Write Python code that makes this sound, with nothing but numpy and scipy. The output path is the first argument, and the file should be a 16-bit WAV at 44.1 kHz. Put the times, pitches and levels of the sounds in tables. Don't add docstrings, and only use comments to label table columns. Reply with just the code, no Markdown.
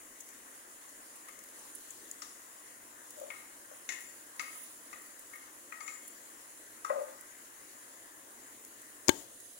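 import sys
import numpy as np
from scipy import signal
from scipy.fft import rfft, irfft, next_fast_len
from scipy.io import wavfile
from scipy.ndimage import uniform_filter1d, map_coordinates

SR = 44100
rng = np.random.default_rng(int(sys.argv[2]) if len(sys.argv) > 2 else 0)


def level_to_linear(level):
    exponent = np.asarray(level, float) / 20
    return 10 ** exponent


def materialize(psi):
    bounded = np.clip(np.atleast_2d(psi).T, -1, 1)
    quanta = np.round(bounded * 32767).astype(np.int16)
    wavfile.write(sys.argv[1], SR, quanta)


N = 422919

# (time [s], length [s], rumble [dB], rustle at the left port [dB])
GRIPS = [
    (8.55, 0.14, -67, -71),
    (9.1, 0.1, -54, -53),
]
GRIP_S = 0.05, 0.39
LAG = 22 / SR


def unit(x):
    return x / np.sqrt(np.mean(x ** 2) + 1e-20)


def along(points, hz):
    f, v = np.transpose(points)
    return np.interp(np.log(hz + 1), np.log(f + 1), v)


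def curves(rows):
    s, *cols = np.transpose(rows)
    return [np.interp(np.arange(N) / SR, s, c) for c in cols]


def strokes(rows, attack, release, order):
    t = np.arange(0, N, 32) / SR
    db = []
    for row in rows:
        swell = 20 * np.minimum(t - row[0], 0) / attack
        fade = 60 * np.maximum(t - row[0] - row[1], 0) / release
        db.append(row[order] + swell - fade)
    return np.interp(np.arange(N) / SR, t, level_to_linear(np.max(db, axis=0)))


def wobble(rate):
    knots = rng.standard_normal(int(N * rate / SR) + 4)
    return map_coordinates(knots, [np.arange(N) * rate / SR])


def filtered(x, response):
    m = next_fast_len(N + SR // 2)
    return irfft(rfft(x, m) * response(np.fft.rfftfreq(m, 1 / SR)), m)[..., :N]


def resonances(peaks):
    def response(f):
        return sum((-1) ** k * level_to_linear(db) * 1j * f * w / (c * c - f * f + 1j * f * w)
                   for k, (c, w, db) in enumerate(peaks))
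    return response


def rush(spectrum, alike, patchy_db, lag=0.):
    z = signal.stft(rng.standard_normal((2, N)), nperseg=512)[2]
    patches = uniform_filter1d(rng.standard_normal(z.shape[1:]), 6, 0)
    patches = uniform_filter1d(patches, 14, 1)
    a, b = signal.istft(z * level_to_linear(patchy_db * unit(patches)), nperseg=512)[1][:, :N]
    alike = np.clip(alike, 0, 1)
    pair = np.array([np.roll(a, round(lag * SR)), alike * a + np.sqrt(1 - alike ** 2) * b])
    return unit(filtered(pair, lambda hz: level_to_linear(along(spectrum, hz))))


def ring(modes, t, scatter_db):
    return sum(level_to_linear(db + scatter_db * rng.normal() - 60 * t / t60) * np.sin(2 * np.pi * hz * t)
               for hz, db, t60 in modes)


def shaken(modes, t, contact, chatter_db):
    force = (level_to_linear(-60 * t / contact) + level_to_linear(chatter_db - 60 * t / 0.58)) * rng.standard_normal(len(t))
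    body = signal.fftconvolve(ring(modes, t, scatter_db=3.5), force)[:len(t)]
    return level_to_linear(19.0) * body / np.linalg.norm(body)


def oil():
    # (time [s], level [dB])
    fizz_levels = [(0.0, -57), (1.2, -56.5), (1.42, -57), (1.84, -53), (2.11, -55), (2.32, -56),
                   (3.0, -57.5), (3.12, -55), (3.44, -56), (4.41, -56.5), (4.54, -53.5), (4.78, -56),
                   (5.8, -57.5), (6.01, -55.5), (6.2, -56.5), (8.97, -57), (9.16, -56), (9.59, -55)]
    # (frequency [Hz], level [dB])
    fizz_spectrum = [(2000, -17), (3000, 2), (4000, 1), (6000, 0), (9000, 3.5), (12000, 0), (16000, -3.5)]
    fizz_db, = curves(fizz_levels)
    grains = np.zeros((2, N))
    at = rng.integers(0, N, (2, 9000))
    size = level_to_linear(np.minimum(3.5 * rng.exponential(size=at.shape), 16))
    np.put_along_axis(grains, at, size * rng.choice([-1, 1], at.shape), axis=1)
    crackle = unit(filtered(grains, lambda hz: level_to_linear(along(fizz_spectrum, hz))))
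    fizz = rush(fizz_spectrum, alike=0.017, patchy_db=2.0) + level_to_linear(-9.5) * crackle
    sides_db = (0.2 + 0.72 * wobble(4.5)) * np.array([[0.5], [-0.5]])
    level = level_to_linear(fizz_db + sides_db - 4.5 + 0.18 * wobble(4.9) + 0.53 * wobble(30))
    rustle = strokes(GRIPS, *GRIP_S, order=3) * np.array([[1], [0]])
    return np.hypot(level, rustle) * fizz


def spits():
    # (time [s], peak [dB], centre [Hz], left minus right [dB])
    pops = [(0.2887, -40, 6870, -3), (1.3897, -38.5, 7600, 11), (1.4381, -42, 10100, 2),
            (1.487, -42, 6870, 2), (2.1126, -33, 7660, 12), (3.1053, -37, 7220, 3),
            (3.1994, -42, 9730, -1.5), (5.019, -43, 7180, -3), (5.1931, -39, 10400, -3),
            (5.3594, -42, 10500, -4), (6.078, -37, 13000, 0), (6.1764, -47, 10600, 0),
            (7.2095, -40, 9990, -8), (8.6482, -38, 6510, 4), (8.8169, -44, 9840, -4)]
    # (time [s], peak [dB], centre [Hz], left minus right [dB])
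    sputters = [(0.203, -36.5, 6880, 9), (0.8894, -43.5, 6700, 6), (1.1563, -42, 9760, -4),
                (1.2845, -42, 9980, -3), (1.5894, -43, 7170, 0.5), (1.749, -35, 9600, -9),
                (1.904, -37.5, 7500, 10.5), (4.0044, -40, 7170, 2.5), (4.36, -43, 7200, -3),
                (4.575, -40, 10300, -5), (6.08, -40, 9790, 3), (7.0194, -43, 7370, -6),
                (9.3995, -41.5, 7150, 1)]
    pop_kind, sputter_kind = (0.015, -4, 0.91), (0.039, -20, 0.59)
    bursts = [(*row, *pop_kind) for row in pops] + [(*row, *sputter_kind) for row in sputters]
    out, t = np.zeros((2, N + SR)), np.arange(SR // 20) / SR
    for s, db, hz, pan_db, t60, spray_db, follow in bursts:
        t60 = np.clip(t60, 0.003, 0.06)
        shape = level_to_linear(-60 * t / t60) * (1 - np.exp(-t / (0.053 * t60)))
        puff, mist = rng.standard_normal((2, 2, len(t))) * shape
        ratio = 1.1 + 0.0028 / t60
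        band = [hz / ratio, min(hz * ratio, 20000)]
        pop = signal.lfilter(*signal.butter(2, band, "band", fs=SR), puff)
        spray = signal.lfilter(*signal.butter(2, 11000, "high", fs=SR), mist)
        sides = level_to_linear(np.array([[pan_db], [-pan_db]]) / 2)
        burst = level_to_linear(db - 1.5) * sides * pop + level_to_linear(follow * db + spray_db) * spray
        out[:, round(s * SR):][:, :len(t)] += burst
    return out[:, :N]


def plate():
    # (time [s], ring [dB], spot from well to rim [0-1], flexing [dB], hardness [dB])
    taps = [(1.2851, -52.5, 0.9, 1, -6), (2.2195, -57.5, 0.4, 11, 14), (3.3022, -40, .9, -8, -28),
            (3.335, -63.5, .6, 11, -8), (3.8905, -35, 0.5, -19, -4), (3.922, -47, .8, -25, 0),
            (4.3945, -35, 0.93, -4, -7), (4.929, -46.5, 0.54, 0, -10), (5.3332, -46, 0.5, -6, -21),
            (5.355, -50, 0.84, -16, -23), (5.7225, -42.5, 0.27, -2, -22), (5.805, -46.5, 0.9, 3.5, -5),
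            (5.8783, -41.5, 0.98, -4.5, -6.5), (6.8467, -46.5, 0.2, 13.5, -4.5)]
    # (frequency [Hz], level [dB], t60 [s])
    low_families = [
        [(1240, 49, 0.031), (1180, -8, 0.093), (1610, -31, 0.045), (1120, -29, 0.023)],
        [(1989, -10, 0.045), (1910, -16, 0.034), (1895, 11, .04)],
        [(2156, 5, 0.043), (2415, -7, .02), (2530, -8.5, 0.028), (2860, -33, 0.017)],
    ]
    # (frequency [Hz], level [dB], t60 [s])
    upper_modes = [(2885, -3, 0.032), (3680, -5, .01), (4100, -9, .01), (4820, 0.5, 0.027), (5650, 2, .012),
                   (6080, -1, 0.023), (6800, -3, .012), (7100, -8, 0.027), (7500, -11, .015),
                   (8815, -12, .012), (9600, -21, .012)]
    chatter = -12.5, -10.5, -22
    out, t = np.zeros((2, N + SR)), np.arange(SR // 4) / SR
    thin = signal.butter(3, 750, "high", fs=SR)
    for s, db, spot, flex_db, hard_db in taps:
        spot = np.clip(spot, 0, 1)
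        gains = level_to_linear(flex_db), np.sqrt(1 - spot), np.sqrt(spot)
        low = sum(level_to_linear(db) * gain * shaken(family, t, contact=0.039, chatter_db=rattle_db)
                  for gain, family, rattle_db in zip(gains, low_families, chatter))
        clatter = (level_to_linear(-60 * t / 0.1) + level_to_linear(-6.5 - 60 * t / 0.13)) * rng.standard_normal(len(t))
        crack = signal.lfilter(*signal.butter(2, [1800, 7500], "band", fs=SR), clatter)
        glaze = shaken(upper_modes, t, contact=0.0087, chatter_db=-27)
        high = level_to_linear(db + hard_db) * (glaze + level_to_linear(-4.5) * crack)
        parts = signal.lfilter(*thin, level_to_linear([[11], [5]]) * [low, high])
        add(out, s, parts, right_db=[-11, -8], wet_db=[[-4.0, -4.0], [-13.5, -7]])
    return out[:, :N]


def scrapes():
    # (time [s], length [s], edge whistle [dB], rim [dB])
    slides = [
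        (3.91, .06, -68, -57),
        (4.008, .008, -47, -53),
        (4.395, 0.14, -47, -75),
        (4.55, 0.089, -44.5, -79),
        (4.66, .1, -52, -71),
        (4.78, .3, -58, -75),
        (5.81, 0.022, -56, -55),
        (5.865, 0.031, -66, -49.5),
        (6.078, 0.0097, -53, -57.5),
    ]
    # (frequency [Hz], width [Hz], level [dB])
    edge_modes = [(9730, 60, -9), (9990, 87, -10), (10400, 120, -4), (10900, 70, -9), (13300, 77, -14),
                  (13700, 33, 0), (15400, 240, -10)]
    # (frequency [Hz], width [Hz], level [dB])
    rim_modes = [(7190, 16, 14), (6750, 48, -22), (6870, 110, -1)]
    edge = strokes(slides, attack=0.022, release=0.25, order=2)
    rim = strokes(slides, attack=0.0081, release=0.87, order=3)
    slips = level_to_linear(1.3 * wobble(70)) * rng.standard_normal((2, N))
    whistle = edge * level_to_linear(-13.5) * unit(filtered(slips, resonances(edge_modes)))
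    return whistle + rim * level_to_linear([[-7], [-12]]) * unit(filtered(slips, resonances(rim_modes)))


def pan():
    # (time [s], length [s], bottom [dB], wall [dB])
    drags = [
        (3.17, .02, -51.5, -70),
        (3.212, 0.046, -44, -66),
        (3.715, .01, -50.5, -63),
        (6.9, 0.0056, -50, -28),
        (6.905, 0.095, -34, -44.5),
        (7.0, .04, -44, -49),
        (7.06, 0.095, -54.5, -54.5),
    ]
    # (time [s], level [dB])
    bumps = [
        (3.212, -60),
        (6.9, -33),
    ]
    # (frequency [Hz], width [Hz], level [dB])
    bottom_modes = [(528, 22.5, 8.5), (585, 22, 11), (635, 52, 2), (874, 35, -6.5)]
    # (frequency [Hz], width [Hz], level [dB])
    wall_modes = [(1202, 32, 7.5), (1040, 73, 1), (1390, 73, -10), (1600, 82, -6), (1930, 77, -9),
                  (2620, 140, -20)]
    bottom = strokes(drags, attack=0.0095, release=0.16, order=2)
    wall = strokes(drags, attack=0.0055, release=0.068, order=3)
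    rub, blows = level_to_linear(2.2 * wobble(60)) * rng.standard_normal(N), np.zeros(N)
    for s, db in bumps:
        blows[round(s * SR):][:18] = level_to_linear(db + 24) * np.hanning(18)
    drive = np.array([rub, blows])
    low_rub, low_blows = filtered(drive, resonances(bottom_modes))
    high_rub, high_blows = filtered(drive, resonances(wall_modes))
    friction = bottom * level_to_linear(-3.5) * unit(low_rub) + wall * level_to_linear(-6.0) * unit(high_rub)
    near = friction + low_blows + high_blows
    direct = np.array([np.roll(near, round(LAG * SR)) * level_to_linear(4.5), near * level_to_linear(-4.0)])
    return direct + level_to_linear([[-4], [-8]]) * kitchen(near[None])[:, :N]


def finger():
    # (time [s], click [dB], pitch [Hz], t60 [s], case [dB])
    snaps = [
        (9.0789, -37, 6470, .006, -50),
        (9.0832, -6, 4930, 0.0027, -28),
        (9.0852, -17, 5170, 0.0066, -41),
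        (9.0916, 0, 1970, 0.0025, -14),
        (9.0934, -5.5, 3520, 0.0066, -26),
        (9.0952, -14.5, 4200, 0.0086, -31.5),
    ]
    # (frequency [Hz], level [dB], t60 [s])
    case_modes = [(93, -12, 0.048), (307, 2, 0.045), (357, 6, 0.034), (535, 1.5, 0.013), (813, 3, 0.021),
                  (891, -11, 0.15), (1606, -10, 0.057), (2190, 6, 0.011), (3055, -12, 0.074),
                  (6600, -16.5, 0.043), (11600, -5, .015)]
    out, t = np.zeros((2, N + SR)), np.arange(SR // 6) / SR
    for s, db, hz, t60, case_db in snaps:
        grit = signal.lfilter(*signal.butter(1, [250, 4500], "band", fs=SR), rng.standard_normal(len(t)))
        click = level_to_linear(db - 60 * t / t60) * (1.03 * grit - np.sin(2 * np.pi * hz * t))
        case = level_to_linear(case_db) * ring(case_modes, t, scatter_db=1)
        both = signal.lfilter(*signal.butter(2, 110, "high", fs=SR), click + case)
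        add(out, s, both[None], right_db=[-28], wet_db=[[-24], [-33]])
    return out[:, :N]


def stove():
    # (frequency [Hz], level [dB])
    burner_spectrum = [(500, -30.5), (800, -3.5), (1050, 1.5), (1300, -1.5), (1650, 0.5), (1950, 1.5),
                       (2300, -9), (3000, -11.5), (4000, -31), (6000, -15.5)]
    # (frequency [Hz], level [dB])
    burner_far = [(800, -5), (1050, -8), (1650, -8), (1950, -8), (3000, -4)]
    # (frequency [Hz], level [dB])
    rumble_spectrum = [(25, -14.5), (60, -17.5), (120, -14), (160, -30.5), (210, -7.5), (300, 1),
                       (420, -4.5), (520, -2), (700, -4), (1000, -43), (1500, -49)]
    # (frequency [Hz], level [dB])
    rumble_far = [(100, -1.5), (300, -2), (600, -8)]
    flame_db, room_db, hum_db, hum_hz = -56, -63, -84, 120

    def shade(far):
        return lambda hz: level_to_linear([0 * hz, along(far, hz)])

    burner_db, = curves([(9.05, flame_db), (9.3, flame_db - 6)])
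    hiss = filtered(rush(burner_spectrum, alike=0.47, patchy_db=1.52, lag=-18 / SR), shade(burner_far))
    rumble = filtered(rush(rumble_spectrum, alike=0.96, patchy_db=0.96), shade(rumble_far))
    rumble_gain = np.hypot(level_to_linear(room_db), strokes(GRIPS, *GRIP_S, order=2))
    hum = level_to_linear(hum_db + 2.3 * wobble(2.38)) * np.sin(2 * np.pi * hum_hz * np.arange(N) / SR)
    return level_to_linear(burner_db) * hiss + rumble_gain * rumble + hum


def kitchen(x):
    # (frequency [Hz], t60 [s])
    room_decay = [(200, 0.43), (1000, 0.44), (3000, 0.67), (8000, 0.46), (15000, 0.99)]
    hz, t, z = signal.stft(rng.standard_normal((2, SR // 3)), SR, nperseg=256)
    fade = level_to_linear(-60 * t / along(room_decay, hz)[:, None])
    tail = signal.istft(z * fade, SR, nperseg=256)[1]
    late = np.pad(x, ((0, 0), (250, 0)))
    return signal.fftconvolve(late, tail / np.linalg.norm(tail[0]), axes=1)


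def add(out, s, parts, right_db, wet_db):
    i, n = round(s * SR), parts.shape[1]
    out[0, i:i + n] += parts.sum(axis=0)
    out[1, i - round(LAG * SR):][:n] += level_to_linear(right_db) @ parts
    wet = kitchen(level_to_linear(wet_db) @ parts)
    out[:, i:i + wet.shape[1]] += wet


def scene():
    return oil() + spits() + plate() + scrapes() + pan() + finger() + stove()


def low_pass(x):
    return signal.sosfilt(signal.butter(12, 17030, fs=SR, output="sos"), x)


def record(dry):
    # (frequency [Hz], width [Hz], level [dB])
    cavities = [
        [(7004, 900, 11), (16000, 2400, 5.5)],
        [(10000, 1290, 11)],
    ]
    ceiling, top_hz = 0.8, 15830

    def ports(hz):
        return np.array([1 + sum(resonances([peak])(hz) for peak in peaks) for peaks in cavities])

    x = ceiling * np.tanh(filtered(dry, ports) / ceiling)
    mix = filtered(x, lambda hz: hz < top_hz)
    return low_pass(mix)


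dry = scene()
out = record(dry)
materialize(out)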